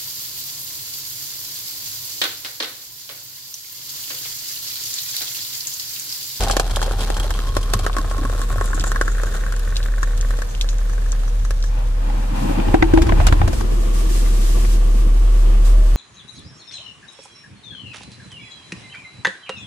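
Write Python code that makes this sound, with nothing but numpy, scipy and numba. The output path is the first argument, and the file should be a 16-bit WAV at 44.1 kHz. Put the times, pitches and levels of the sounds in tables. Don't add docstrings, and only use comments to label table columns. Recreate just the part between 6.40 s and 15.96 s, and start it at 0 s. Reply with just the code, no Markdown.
import sys
import numpy as np
from scipy import signal
from scipy.fft import rfft, irfft
from scipy.io import wavfile
from numba import njit

SR = 44100
rng = np.random.default_rng(int(sys.argv[2]) if len(sys.argv) > 2 else 0)


def amplitude_ratio(level_db):
    exponent = np.asarray(level_db, float) / 20
    return 10 ** exponent


def transcribe(signal):
    frames = np.atleast_2d(signal).T
    limited = np.clip(frames, -1, 1)
    pcm = np.round(limited * 32767).astype(np.int16)
    wavfile.write(sys.argv[1], SR, pcm)


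N = 421596
T_S = np.arange(N) / SR
WALL_HZ = 1100

# [f/Hz, density/dB]
HISS_SPECTRUM = [(82, -13), (140, 0), (264, -8.5), (402, -9.5), (490, -3.5), (563, -8), (759, -11),
                 (1130, -13.5), (1780, -16), (2050, -19.5), (8410, -27), (15000, -36.5), (16200, -40)]
# [f/Hz, left-right likeness]
LIKENESS = [(60, 1.0), (180, 0.54), (550, -0.55), (1650, -0.16), (4970, -0.12), (15000, 0.028)]
# [t/s, level/dB]
DRONE_LEVEL = [(0.0, -21), (0.08, -20), (1.78, -20), (2.82, -17.5), (2.88, -20.5), (3.91, -16), (4.13, -25),
               (4.21, -17), (5.75, -16.5), (6.02, -20.5), (6.63, -11), (6.65, -41), (6.71, -10.5),
               (7.03, -13.5), (7.11, -23.5), (7.32, -14.5), (9.4, -9), (9.56, -11.5)]
# [f/Hz, rms level/dB]
DRONE_PARTIALS = [(111.2, -46.5), (486, -52)]
# [t/s, length/s, level/dB]
SLEEVE_STROKES = [
    (5.963, 0.14, -48),
    (7.13, 0.046, -46),
    (7.415, 0.17, -51),
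    (7.551, 0.08, -42),
    (7.702, 0.63, -39.5),
    (8.397, 0.21, -58),
    (9.258, 0.017, -40),
]
# [f/Hz, density/dB]
CLOTH_SPECTRUM = [(880, -44), (1500, -10), (1720, -6.5), (2080, -11), (2910, -9.5), (3770, -9),
                  (8160, -8.5), (14300, -18), (16000, -24)]
# [t/s, slosh level/dB]
SLOSH_LEVEL = [(5.3, -52), (5.37, -41), (5.52, -55), (5.66, -37), (5.71, -35), (5.82, -37.5), (5.9, -34.5),
               (5.98, -26.5), (6.08, -23), (6.26, -24), (6.73, -24.5), (7.03, -30.5), (7.32, -29),
               (9.56, -36)]
# [f/Hz, density/dB]
CARRIED_SPECTRUM = [(76, -9), (130, 0.5), (156, -10), (199, -0.5), (323, -4), (410, -22), (560, -8),
                    (730, -44)]
# [f/Hz, density/dB]
PARKED_SPECTRUM = [(76, 0.5), (130, -11.5), (156, -17.5), (204, -6.5), (295, -14), (339, -3.5),
                   (413, -16.5), (490, -20.5), (560, -27.5), (730, -64)]
# [f/Hz, density/dB]
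RUB_SPECTRUM = [(290, -69), (500, 5), (728, -1.5), (820, 7.5), (920, 3), (1050, 2), (1220, -3.5),
                (1430, -5.5), (1850, -7.5), (2180, -12.5), (2420, -5), (2540, -8.5), (2680, -9.5),
                (5000, -21), (6500, -69)]
# [f/Hz, density/dB]
SETTLING_SPECTRUM = [(310, -20), (520, 8.5), (576, -35), (611, 1), (677, 0), (739, -3.5), (1040, -3),
                     (1150, 2.5), (1300, -8), (1520, -12), (1720, -13), (3000, -11.5), (3900, -18),
                     (5000, -50)]
# [f/Hz, density/dB]
BOOM_SPECTRUM = [(45, 10.5), (66, 10), (78, 4), (90, 11), (110, 0.5), (128, 1), (150, -16)]
# [t/s, base level/dB, clack f/Hz, shell level/dB, tick level/dB]
KNOCKS = [(6.187, -29, 790, -23, -47), (6.342, -8, 790, -3.5, -27), (6.425, 0, 2040, -6.5, -29),
          (6.537, -13.5, 656, -1.5, -25), (6.574, -8.5, 856, -9.5, -28), (6.619, -17, 1650, -13, -17.5),
          (6.668, -23, 820, -19, -28.5), (6.69, -18, 850, -16, -38), (6.721, -11, 700, -26, -43),
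          (6.801, -14.5, 670, -20, -47), (6.868, -14, 1470, -46, -12.5), (6.925, -8.5, 1550, -13.5, -24.5),
          (7.015, -11.5, 840, -21, -54), (7.077, -17.5, 686, -23.5, -24), (7.13, -23, 683, -23, -28),
          (7.209, -24, 1190, -25, -29)]
# [t/s, peak level/dB, f/Hz]
BOUNCES = [(5.699, -27.5, 826), (6.199, -22.5, 2500), (6.283, -23, 830), (6.351, -18, 803),
           (6.439, -19, 900), (6.585, -18, 630), (6.692, -14, 1050), (6.811, -20.5, 715),
           (6.884, -16.5, 2900), (6.938, -24, 1020), (7.029, -31, 685), (7.859, -34, 2060),
           (8.249, -26, 1800)]
# [f/Hz, level/dB, t60/s]
SHELL_MODES = [(293, -11, 0.22), (326.8, -4.5, 0.21), (446, -9, 0.074)]
# [f/Hz, level/dB, t60/s]
BASE_MODES = [(760, -1, 0.07), (1050, -3, 0.028), (1550, -11, 0.024), (2370, -31, .015)]
# [f/Hz, level/dB, t60/s]
HOLLOW_MODES = [(346, 2.5, 0.079), (920, -7, 0.026), (1545, -7.5, 0.021), (2350, -31, 0.014)]
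# [f/Hz, level/dB, t60/s]
THUMP_MODES = [(174, -4, 0.054), (84, -2.5, 0.098)]
# [t/s, f/Hz]
COLUMN_HZ = [(0, 680), (.8, 836), (1.3, 1140), (2.0, 1200), (2.6, 1450), (3.2, 1570), (4.0, 1790),
             (5.5, 1670)]
# [t/s, f/Hz]
OVERTONE_HZ = [(0, 8600), (1.7, 8150), (2.8, 6850), (4.0, 6500), (5.5, 5770)]
# [t/s, level/dB]
MUG_DRIVE = [(0, -11), (1.5, -12), (2.0, -43), (5.5, -28)]
# [f/Hz, level/dB, t60/s]
MUG_MODES = [(3280, 12, 0.04), (4400, 8, 0.03), (4980, 6, 0.05), (5430, 6, 0.05)]
# [f/Hz, level/dB, t60/s]
MOUTH_MODES = [(562, -3.5, 0.026), (1122, -7.5, 0.073), (1540, 5, 0.021), (1800, 0, 0.031)]
# [f/Hz, density/dB]
SPRAY_SPECTRUM = [(1180, -42), (2000, 4.5), (3010, 4.5), (3280, 9.5), (5680, 5), (6880, 3), (9830, -0.5),
                  (16000, -6)]
# [f/Hz, density/dB]
FIZZ_SPECTRUM = [(1180, -29), (2000, 2), (3010, 4), (3680, 11), (4730, 2.5), (6820, 6), (9830, 3.5),
                 (11300, -2.5), (14700, 1), (16000, -13)]
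# [t/s, column level/dB, body level/dB, splash level/dB]
PLOPS = [(0.098, -16, -44, -24), (0.167, -14.5, -10.5, -14.5), (0.197, -14, -7.5, -13.5),
         (0.416, -20, -26, -25), (0.702, -25, -10, -26), (0.906, -19, -41, -26), (1.167, -18.5, -8.5, -20),
         (1.336, -13.5, -10, -14), (1.464, -12, -14, -24.5), (1.566, -18, -17, -27.5),
         (1.584, -19, -26, -27), (2.016, -26, -26, -29.5), (2.182, -23.5, -43, -40),
         (2.211, -16.5, -13, -37), (2.331, -19.5, -26.5, -51), (2.439, -17, -18, -28),
         (2.517, -18.5, -30, -27), (2.559, -15.5, -30, -31), (2.612, -10, -15, -22.5),
         (2.679, -17, -29, -34.5), (2.782, -26, -47, -42), (3.064, -27, -43, -39), (3.123, -27, -46, -30.5),
         (3.63, -17, -26, -27), (3.906, -23.5, -26, -32), (3.988, -29, -23.5, -35.5),
         (4.019, -23.5, -26, -31), (5.05, -29.5, -36, -36), (5.107, -27.5, -26.5, -29.5),
         (5.239, -31, -29.5, -35)]
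# [t/s, body level/dB, bubble f/Hz]
GLUGS = [(0.368, -16.5, 508), (0.463, -26.5, 526), (0.51, -19.5, 480), (0.606, -24, 537),
         (0.99, -22.5, 503), (1.897, -22, 535), (1.927, -24, 450), (1.949, -25, 526), (2.158, -24.5, 549),
         (2.834, -18, 513), (3.849, -41, 448)]
# [t/s, peak level/dB]
DRIPS = [(0.766, -23), (0.8, -23), (1.712, -19), (1.781, -23), (1.8505, -22), (4.2437, -30), (4.329, -34),
         (4.4127, -35), (4.4958, -28.5), (4.5334, -31.5), (4.58, -29), (4.6183, -34), (4.6596, -32),
         (4.7285, -31), (4.7492, -34), (4.834, -34), (4.8785, -32.5)]
# [t/s, peak level/dB, f/Hz]
SNAPS = [(1.5298, -29, 3300), (1.726, -37, 7420), (1.9926, -31, 9890), (2.258, -26.5, 9890),
         (2.3454, -33, 9530), (2.397, -21.5, 5300), (2.4085, -24, 3480), (2.4681, -33, 9560),
         (3.1634, -28.5, 7000), (3.1945, -29, 10700), (3.358, -25, 3820), (3.367, -17.5, 3870),
         (3.429, -27.5, 3840), (3.7763, -28, 7330), (3.811, -23.5, 6200), (4.15, -30, 2920),
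         (4.2116, -15, 3500), (4.289, -23.5, 3820), (4.384, -33, 6470), (4.7199, -25.5, 6940),
         (5.107, -37, 2640), (5.226, -31, 4360)]
# [t/s, peak level/dB, f/Hz]
FLUNG = [(0.035, -9, 5100), (0.083, -14, 4900), (0.1111, -4.5, 6900), (0.123, -13, 4160),
         (0.2648, -31, 3260), (0.3087, -16.5, 3280), (0.3421, -27, 3290), (0.3597, -8, 3460),
         (0.4274, -11, 3270), (0.4617, -19, 3290), (0.52, -20, 3360), (0.607, -14.5, 3260),
         (0.63, -24, 3260), (0.7425, -18, 3280), (0.768, -15, 3380), (0.7983, -15, 3290),
         (0.831, -21, 3200), (0.845, -34, 3320), (0.939, -20.5, 3140), (0.9697, -26, 4360),
         (0.99, -26, 3260), (1.0889, -26, 3200), (1.15, -21, 3600), (1.2125, -22, 4930), (1.229, -19, 3220),
         (1.391, -14, 4400), (1.698, -22.5, 3380)]
# [t/s, peak level/dB, f/Hz]
BLIPS = [(0.009, -13, 780), (0.036, -9, 610), (0.107, -2.5, 775), (0.3, -15, 770), (0.369, -26, 500),
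         (0.394, -21, 497), (0.427, -5, 840), (0.479, -9, 546), (0.534, -19, 890), (0.844, -12, 580),
         (0.949, -14, 1070), (1.254, -23, 1090), (1.314, -23, 1130), (1.394, -13, 730), (1.497, -8, 1040),
         (1.549, -14, 1090), (1.646, -13.5, 1050), (1.746, -14, 1120), (1.833, -9.5, 1070),
         (1.993, -12, 1120), (2.103, -12.5, 1140), (2.129, -20, 580), (2.261, -23, 619), (2.304, -17, 1080),
         (2.377, -8.5, 1310), (2.469, -12.5, 1070), (2.547, -13, 1550), (2.718, -25, 1520),
         (2.798, -11, 1730), (2.948, -13, 1540), (3.036, -23, 513), (3.459, -14, 1693), (3.52, -26, 415),
         (3.575, -25, 500)]
# [t/s, peak level/dB, f/Hz]
POCKETS = [(1.171, -19.5, 90), (1.194, -34, 292), (1.345, -14, 99), (1.352, -22, 200), (1.41, -19, 80),
           (1.586, -21, 293), (1.785, -23, 294), (1.815, -21, 306), (1.847, -18, 262), (1.87, -18, 89.5),
           (1.947, -28, 86.6), (2.175, -26, 94), (2.345, -25, 294), (2.399, -26, 290), (2.549, -27, 260)]
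# [t/s, peak level/dB]
BEADS = [(0.358, -33), (0.393, -19), (0.673, -25), (0.784, -22), (2.127, -22), (2.277, -24), (2.751, -24),
         (2.872, -24), (2.9194, -42), (2.947, -37), (2.9911, -35), (3.037, -19.5), (3.1394, -21),
         (3.1677, -28), (3.249, -35), (3.276, -21), (3.324, -21), (3.347, -33), (3.385, -33), (3.4032, -21),
         (3.485, -22), (3.5387, -19.5), (3.5817, -20.5), (3.6088, -31), (3.674, -21), (3.6905, -27),
         (3.708, -25), (3.7334, -23), (3.8046, -28), (3.8284, -22), (3.848, -20.5), (3.9293, -27),
         (3.9383, -21.5), (4.0831, -34), (4.144, -31), (4.288, -33), (4.39, -28), (4.456, -31),
         (4.687, -35), (5.21, -37), (5.1394, -40), (5.2889, -43)]


def rms_one(x):
    return x / np.sqrt(np.mean(x ** 2) + 1e-20)


def curve(rows, at_s=T_S):
    return np.interp(at_s, *np.transpose(rows))


def fade(start_s, end_s):
    return np.interp(T_S, [start_s, end_s], [0, 1])


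def sounding(start_s, end_s):
    return np.interp(T_S, [start_s - .06, start_s, end_s, end_s + .06], [0, 1, 1, 0])


def at_hz(points, hz):
    f_hz, value = np.transpose(points)
    return np.interp(np.log(hz), np.log(f_hz), value)


def band(x, low_hz, high_hz):
    return signal.sosfilt(signal.butter(2, [low_hz, high_hz], "band", fs=SR, output="sos"), x + 1e-18)


def drift(rate_hz):
    r = np.exp(-2 * np.pi * rate_hz * 40 / SR)
    slow = signal.lfilter([1], [1, -2 * r, r * r], rng.standard_normal(N // 40 + 2002))
    slow = rms_one(slow[2000:])
    return np.interp(np.arange(N) / 40, np.arange(len(slow)), slow)


def coloured(spectrum, channels=1):
    hz = np.arange(1, N // 2 + 2) * SR / N
    inside = (hz > spectrum[0][0]) & (hz < spectrum[-1][0])
    mid, side = rfft(rng.standard_normal((2, N))) * amplitude_ratio(at_hz(spectrum, hz)) * inside
    if channels == 1:
        return rms_one(irfft(mid, N))
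    alike = np.clip(at_hz(LIKENESS, hz), -1, 1)
    both = np.sqrt(1 + alike) * mid + np.sqrt(1 - alike) * side * [[1], [-1]]
    return rms_one(irfft(both, N))


def ring(clicks, hz, t60_s):
    r, w = amplitude_ratio(-60 / (t60_s * SR)), 2 * np.pi * hz / SR
    return signal.lfilter([0, np.sin(w)], [1, -2 * r * np.cos(w), r * r], clicks + 1e-18)


def struck(events, modes, level_db, scatter_db):
    at = (np.array(events)[:, 0] * SR).astype(int)
    out = np.zeros(N)
    strengths = rng.normal(0, 1, (len(at), len(modes)))
    for k, (hz, db, t60_s) in enumerate(modes):
        clicks = np.zeros(N)
        clicks[at] = amplitude_ratio(level_db + db + scatter_db * strengths[:, k])
        out += ring(clicks, hz, t60_s)
    return out


def pings(events, level_db, cycles, rise, detune):
    t_s, out = np.arange(2048) / SR, np.zeros(N + 2048)
    for row, db in zip(events, level_db):
        turns = row[2] * detune * t_s
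        shape = amplitude_ratio(db - 60 * turns / cycles) * (1 - np.exp(-2 * turns))
        tone = np.sin(2 * np.pi * turns * (1 + rise * turns))
        out[round(row[0] * SR):][:len(t_s)] += shape * tone
    return out[:N]


def bursts(events, level_db, t60_s, tail_db):
    t_s, out = np.arange(2048) / SR, np.zeros((2, N + 2048))
    noise = rng.standard_normal((len(events), 3, len(t_s)))
    tails = amplitude_ratio(tail_db) * (noise[:, :1] + 1.67 * noise[:, 1:]) * amplitude_ratio(-60 * t_s / t60_s)
    tails[:, :, 0] = 1
    for row, db, tail in zip(events, level_db, tails):
        out[:, round(row[0] * SR):][:, :len(t_s)] += amplitude_ratio(db) * tail
    return out[:, :N]


def grains(per_s, spread_db):
    born = rng.random(N) < per_s / SR
    size = amplitude_ratio(spread_db * np.minimum(rng.exponential(1, N), 4))
    return born * size * rng.choice([-1, 1], N)


def dealt_to(clicks, pitches_hz, cycles):
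    dealt = rng.integers(0, len(pitches_hz), N)
    return sum(ring(clicks * (dealt == k), hz, cycles / hz) for k, hz in enumerate(pitches_hz))


@njit
def moving_resonance(x, hz, r, sr):
    out = np.zeros(len(x))
    for i in range(2, len(x)):
        feedback = 2 * r * np.cos(2 * np.pi * hz[i] / sr) * out[i - 1] - r * r * out[i - 2]
        out[i] = x[i] - x[i - 2] + feedback
    return out


def resonate(x, hz, width_hz):
    r = np.exp(-np.pi * width_hz / SR)
    return np.array([moving_resonance(v, hz, r, SR) for v in x])


def heard_from(x, lag_ms, smear):
    late = np.arange(N) - np.array([[max(lag_ms, 0)], [max(-lag_ms, 0)]]) * SR / 1000
    out = [np.interp(at, np.arange(N), v) for at, v in zip(late, x * np.ones((2, 1)))]
    for k, lag in enumerate([11, 17, 41, 29]):
        echo = np.r_[1, np.zeros(lag - 1), smear]
        out[k % 2] = signal.lfilter(echo[::-1], echo, out[k % 2])
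    return np.roll(out, -49, axis=1)


def hiss():
    return amplitude_ratio(-39 + 2.0 * drift(0.49)) * coloured(HISS_SPECTRUM, channels=2)


def drone():
    level_db = curve(DRONE_LEVEL) + 0.3 * drift(4)
    turn = 2 * np.pi * 37.47 * T_S + 0.37 * drift(3.2)
    out = np.sqrt(2) * amplitude_ratio(level_db) * np.sin(turn + np.array([[-.04], [.04]]))
    for hz, db in DRONE_PARTIALS:
        out = out + np.sqrt(2) * amplitude_ratio(db + 1.0 * drift(1.4)) * np.sin(2 * np.pi * hz * T_S)
    return out


def sleeve():
    attack_s, release_s = 0.017, 0.063
    level = amplitude_ratio(-44) * fade(5.52, 6.02)
    for s, length_s, db in SLEEVE_STROKES:
        end_s = s + length_s
        level = level + amplitude_ratio(db) * (fade(s - attack_s, s) - fade(end_s, end_s + release_s))
    return level * amplitude_ratio(1.28 * drift(8.9)) * coloured(CLOTH_SPECTRUM, channels=2)


def spout_squeak():
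    start_s, end_s, hz, db = 9.3, 9.46, 628, -44
    swell = fade(start_s, start_s + 0.042) * (1 - fade(end_s, end_s + 0.075))
    return np.sqrt(2) * swell * amplitude_ratio(db + drift(9.1)) * np.sin(2 * np.pi * hz * T_S + drift(3.4))


def knocks():
    s, base_db, hz, shell_db, tick_db = np.transpose(KNOCKS)
    clacks = pings(KNOCKS, base_db + 0.5, cycles=28.0, rise=0, detune=0.96)
    clatter = band(bursts(KNOCKS, base_db + 9.5, t60_s=0.023, tail_db=-6.5), 610, 1820)
    base = sum(amplitude_ratio(db - 40.0) * ring(clatter, hz, t60_s) for hz, db, t60_s in BASE_MODES)
    ticks = band(bursts(KNOCKS, tick_db + 7.5, t60_s=0.07, tail_db=-11.5), 1100, 7200)
    ticks += band(bursts(KNOCKS, tick_db + 3.5, t60_s=0.012, tail_db=-9.5), 2500, 11800)
    return clacks + clatter + base + ticks


def kettle():
    slosh_db = curve(SLOSH_LEVEL)
    parked, settled = fade(6.19, 6.25), fade(7.05, 7.3)
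    present = sounding(SLOSH_LEVEL[0][0], SLOSH_LEVEL[-1][0])
    water = (1 - parked) * coloured(CARRIED_SPECTRUM) + parked * coloured(PARKED_SPECTRUM, channels=2)
    slosh = amplitude_ratio(slosh_db + 2.66 * drift(23)) * water
    rub_db = -33 + 0.56 * (slosh_db + 29.5) - 4.5 * settled
    rub = (1 - settled) * coloured(RUB_SPECTRUM, channels=2)
    rub = rub + settled * coloured(SETTLING_SPECTRUM, channels=2)
    rub = amplitude_ratio(rub_db + 1.7 * drift(13)) * rub
    shell = struck(KNOCKS, SHELL_MODES, np.array(KNOCKS)[:, 3] + 0.5, scatter_db=4.0)
    near = heard_from(present * rub + knocks(), lag_ms=1.174, smear=0.63)
    near += heard_from(present * slosh + shell, lag_ms=0.42, smear=0.16)
    rocking = fade(6.26, 6.58) - settled
    boom_db = -35 + 20 * rocking + 1.0 * drift(1.3)
    boom = present * amplitude_ratio(boom_db) * coloured(BOOM_SPECTRUM, channels=2)
    return near * amplitude_ratio([[1.2], [-1.2]]) + boom


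def hollow():
    s, base_db, hz, shell_db, tick_db = np.transpose(KNOCKS)
    low = struck(KNOCKS, HOLLOW_MODES[:1], shell_db - 8.5, scatter_db=3.5)
    high = struck(KNOCKS, HOLLOW_MODES[1:], base_db, scatter_db=2)
    low = low + fade(6.26, 6.58) * struck(KNOCKS, THUMP_MODES, base_db, scatter_db=2)
    return heard_from(low, lag_ms=0.85, smear=0.24) + heard_from(high, lag_ms=1.32, smear=0.43)


def bounces():
    db = np.array(BOUNCES)[:, 1] + 1.5
    rings = pings(BOUNCES, db, cycles=56.0, rise=0, detune=1.0)
    clatter = band(bursts(BOUNCES, db + 3, t60_s=0.042, tail_db=-6.0), 480, 2760)
    return heard_from(rings + clatter, lag_ms=1.26, smear=0.45)


def shadowed(x):
    return x + 0.37 * band(x, 450, 900) * [[-1], [1]]


def stream_levels():
    gush_db = 7 * np.exp(-T_S / 0.22)
    gurgle_db = -38 - 2 * T_S + gush_db - 10.5 * fade(2.9, 4.2)
    spray_db = -40 - 2.5 * T_S + gush_db
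    thud_db = -30.5 - 0.14 * T_S - 4.5 * fade(3.0, 3.35)
    return gurgle_db, spray_db, thud_db


def drops():
    s, column_db, body_db, splash_db = np.transpose(PLOPS)
    light_hz = np.maximum(1.14 * curve(COLUMN_HZ, s), .5 * WALL_HZ)
    hz = np.where(body_db > -26, WALL_HZ, light_hz)
    plops = [s, np.maximum(column_db, body_db), hz, body_db, column_db, splash_db]
    s, body_db, hz = np.transpose(GLUGS)
    glugs = [s, body_db, hz, body_db, body_db - 6, body_db - 14]
    s, db = np.transpose(DRIPS)
    drips = [s, db - 2, 1.14 * curve(COLUMN_HZ, s), db - 3.5, db - 2, db - 12.5]
    return np.hstack([plops, glugs, drips]).T + [0, 11, 0, 0, 0, 0]


def patter(level_db):
    decay = amplitude_ratio(-60 / (0.016 * SR))
    puffs = signal.lfilter([1], [1, -decay], abs(grains(60, spread_db=0.0)))
    own = rng.standard_normal((3, N))
    level = (1 - fade(5.0, 5.35)) * amplitude_ratio(level_db - 10.5)
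    noise = level * puffs * (own[0] + 1.2 * own[1:]) / np.sqrt(np.mean(puffs ** 2))
    taps = amplitude_ratio(13.5) * band(band(noise, 1000, 1800), 1000, 1800)
    return taps, amplitude_ratio(-5) * band(noise, 2500, 13000)


def beads():
    falls = drops()
    big = struck(falls, MOUTH_MODES[1:], falls[:, 4] - 6, scatter_db=2) * (0.38 + 0.79 * fade(2.1, 4.3))
    big = big + struck(falls, MOUTH_MODES[:1], falls[:, 3] - 3, scatter_db=2)
    small = struck(BEADS, MOUTH_MODES, np.array(BEADS)[:, 1] - 7, scatter_db=2)
    soft = signal.lfilter([.2], [1, -.8], big + small)
    return heard_from(amplitude_ratio(-0.5) * soft, lag_ms=-0.097, smear=0.2)


def spatter():
    falls = drops()
    crack = band(bursts(falls, falls[:, 5] + 4.5, t60_s=0.0026, tail_db=-2.5), 1510, 13800)
    flung_db, blip_db, pocket_db = (np.array(rows)[:, 1] for rows in (FLUNG, BLIPS, POCKETS))
    ticks = band(bursts(FLUNG, flung_db - 4.5, t60_s=0.051, tail_db=-7.5), 2700, 9300)
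    ticks = ticks + pings(FLUNG, flung_db - 10.5, cycles=76.0, rise=.001, detune=1)
    strike = ticks + crack * (1 - fade(1.46, 1.8))
    chime = sum(amplitude_ratio(db - 47) * ring(strike, hz, t60_s) for hz, db, t60_s in MUG_MODES)
    blips = pings(BLIPS, blip_db - 8.5, cycles=21.0, rise=0.0045, detune=0.98)
    blips = blips + band(bursts(BLIPS, blip_db + 3, t60_s=0.027, tail_db=-9.0), 390, 1400)
    pockets = pings(POCKETS, pocket_db + 3, cycles=15.0, rise=0.012, detune=0.94)
    return heard_from(crack + ticks + chime + blips, lag_ms=-0.1, smear=0.065) + pockets


def gurgle(flow, falls, slap, taps):
    s, peak_db, hz, body_db, column_db, splash_db = falls.T
    plinks = dealt_to(flow, np.geomspace(1100, 1850, 8), cycles=44.0)
    knock = bursts(falls, column_db + 33, t60_s=0.026, tail_db=-30)
    mids = amplitude_ratio(-18.0) * (0.42 + fade(1.87, 2.3)) * plinks + band(band(knock, 960, 1850), 960, 1850) + taps
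    driven = amplitude_ratio(-18.0) * flow + bursts(falls, column_db - 22.5, t60_s=0.049, tail_db=-4.0)
    column = resonate(driven, curve(COLUMN_HZ), 190)
    wall_drive = 0.3 + fade(0.89, 2.1) - fade(2.0, 2.8)
    wall = amplitude_ratio(-36) * ring(wall_drive * (column + mids), WALL_HZ, 0.045)
    bubbles = dealt_to(flow, np.geomspace(380, 760, 8), cycles=19.0)
    glugs = dealt_to(flow, np.geomspace(170, 340, 5), cycles=17.0) * (1 - fade(2.7, 3.5))
    body = amplitude_ratio(-19.0) * bubbles + amplitude_ratio(-25.5) * glugs
    body = body + band(bursts(falls, body_db + 17.5, t60_s=0.015, tail_db=-8.5), 286, 720)
    body = body + amplitude_ratio(-25) * ring(flow * (1 - fade(0.16, 0.37)), 800, 0.12)
    plop_db = np.where(hz > 900, column_db, body_db) + 3.5
    plops = pings(falls, plop_db, cycles=9.6, rise=0.025, detune=1.0)
    mouth = signal.cheby2(6, 30, 2350, fs=SR, output="sos")
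    return signal.sosfilt(mouth, mids + column + wall + body + plops + amplitude_ratio(-6.5) * band(slap, 290, 1560))


def spray(clumps, slaps, foam, spray_db):
    ticks = signal.lfilter([1], [1, -.95], abs(slaps))
    droplets = (1 - foam) * coloured(SPRAY_SPECTRUM, channels=2) + foam * coloured(FIZZ_SPECTRUM, channels=2)
    flicker = amplitude_ratio(1.0 * clumps) * (1 + .75 * rms_one(ticks))
    crackle = dealt_to(grains(150, spread_db=4.5), np.geomspace(3300, 13000, 10), cycles=13.0)
    mix = rms_one(droplets * flicker) + amplitude_ratio(-8.5) * rms_one(crackle)
    return sounding(0, 5.5) * amplitude_ratio(spray_db + 2) * mix


def foam_snaps():
    db = np.array(SNAPS)[:, 1]
    tones = pings(SNAPS, db + 14.0, cycles=13.0, rise=0.0065, detune=1)
    clicks = band(bursts(SNAPS, db - 13.5, t60_s=0.06, tail_db=6.0), 2400, 7300)
    return band(tones + clicks, 1730, 15000)


def pour():
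    gurgle_db, spray_db, thud_db = stream_levels()
    clumps = drift(30) + 0.55 * drift(8.7)
    dwindle = 1 - 0.48 * fade(4.3, 4.0)
    slaps = grains(400 * dwindle * amplitude_ratio(3.5 * clumps), spread_db=2.0)
    flow = (1 - fade(4.8, 5.3)) * amplitude_ratio(gurgle_db) * rms_one(slaps)
    falls = drops()
    slap = bursts(falls, falls[:, 1] + 3, t60_s=0.0043, tail_db=-1)
    taps, flecks = patter(gurgle_db)
    low = gurgle(flow, falls, slap, taps)
    foam = fade(1.45, 1.98)
    splash = bursts(falls, falls[:, 5] + 6.5, t60_s=0.046, tail_db=-7.5)
    splash = band(splash + amplitude_ratio(-28) * slap, 2280, 8400)
    bright = spray(clumps, slaps, foam, spray_db) + flecks + splash + foam_snaps()
    strike = amplitude_ratio(curve(MUG_DRIVE)) * bright
    ceramic = sum(amplitude_ratio(db - 44.0) * ring(strike, hz, t60_s) for hz, db, t60_s in MUG_MODES)
    loaded = resonate(foam * amplitude_ratio(7.5 * drift(8.1)) * bright, curve(OVERTONE_HZ), 1000)
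    thud = sounding(0, 5.5) * amplitude_ratio(thud_db + 2.0 * drift(12.0)) * coloured(BOOM_SPECTRUM, channels=2)
    mug = low + bright + ceramic + amplitude_ratio(-27.5) * loaded
    return heard_from(mug, lag_ms=-0.231, smear=0.0093) + thud


def rim_gap(x):
    depth = 0.7 * fade(0.05, 1.0)
    return x - depth * signal.lfilter(*signal.iirpeak(953, 5, fs=SR), x)


def scene():
    background = hiss() + drone()
    cloth = sleeve() + spout_squeak()
    metal = kettle() + hollow() + bounces()
    water = pour() + spatter() + beads()
    return background + cloth + shadowed(metal) + rim_gap(water)


def gain_control(x):
    threshold_db, share, recover_db_per_s = -5, 0.3, 43
    level_db = 20 * np.log10(abs(band(x, 200, 8000)).max(axis=0) + 1e-6)
    climb_db = recover_db_per_s * T_S
    held_db = np.maximum.accumulate(level_db + climb_db) - climb_db
    over_db = np.maximum(held_db - threshold_db, 0)
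    return x * amplitude_ratio(-share * signal.lfilter([.004], [1, -.996], over_db))


def low_pass(x):
    return signal.sosfilt(signal.butter(12, 16510, fs=SR, output="sos"), x)


def record(dry):
    edge = signal.cheby2(14, 60, 16000, fs=SR, output="sos")
    mix = signal.sosfilt(edge, np.clip(gain_control(dry), -.99, .99))
    return low_pass(mix)


dry = scene()
out = record(dry)
transcribe(out)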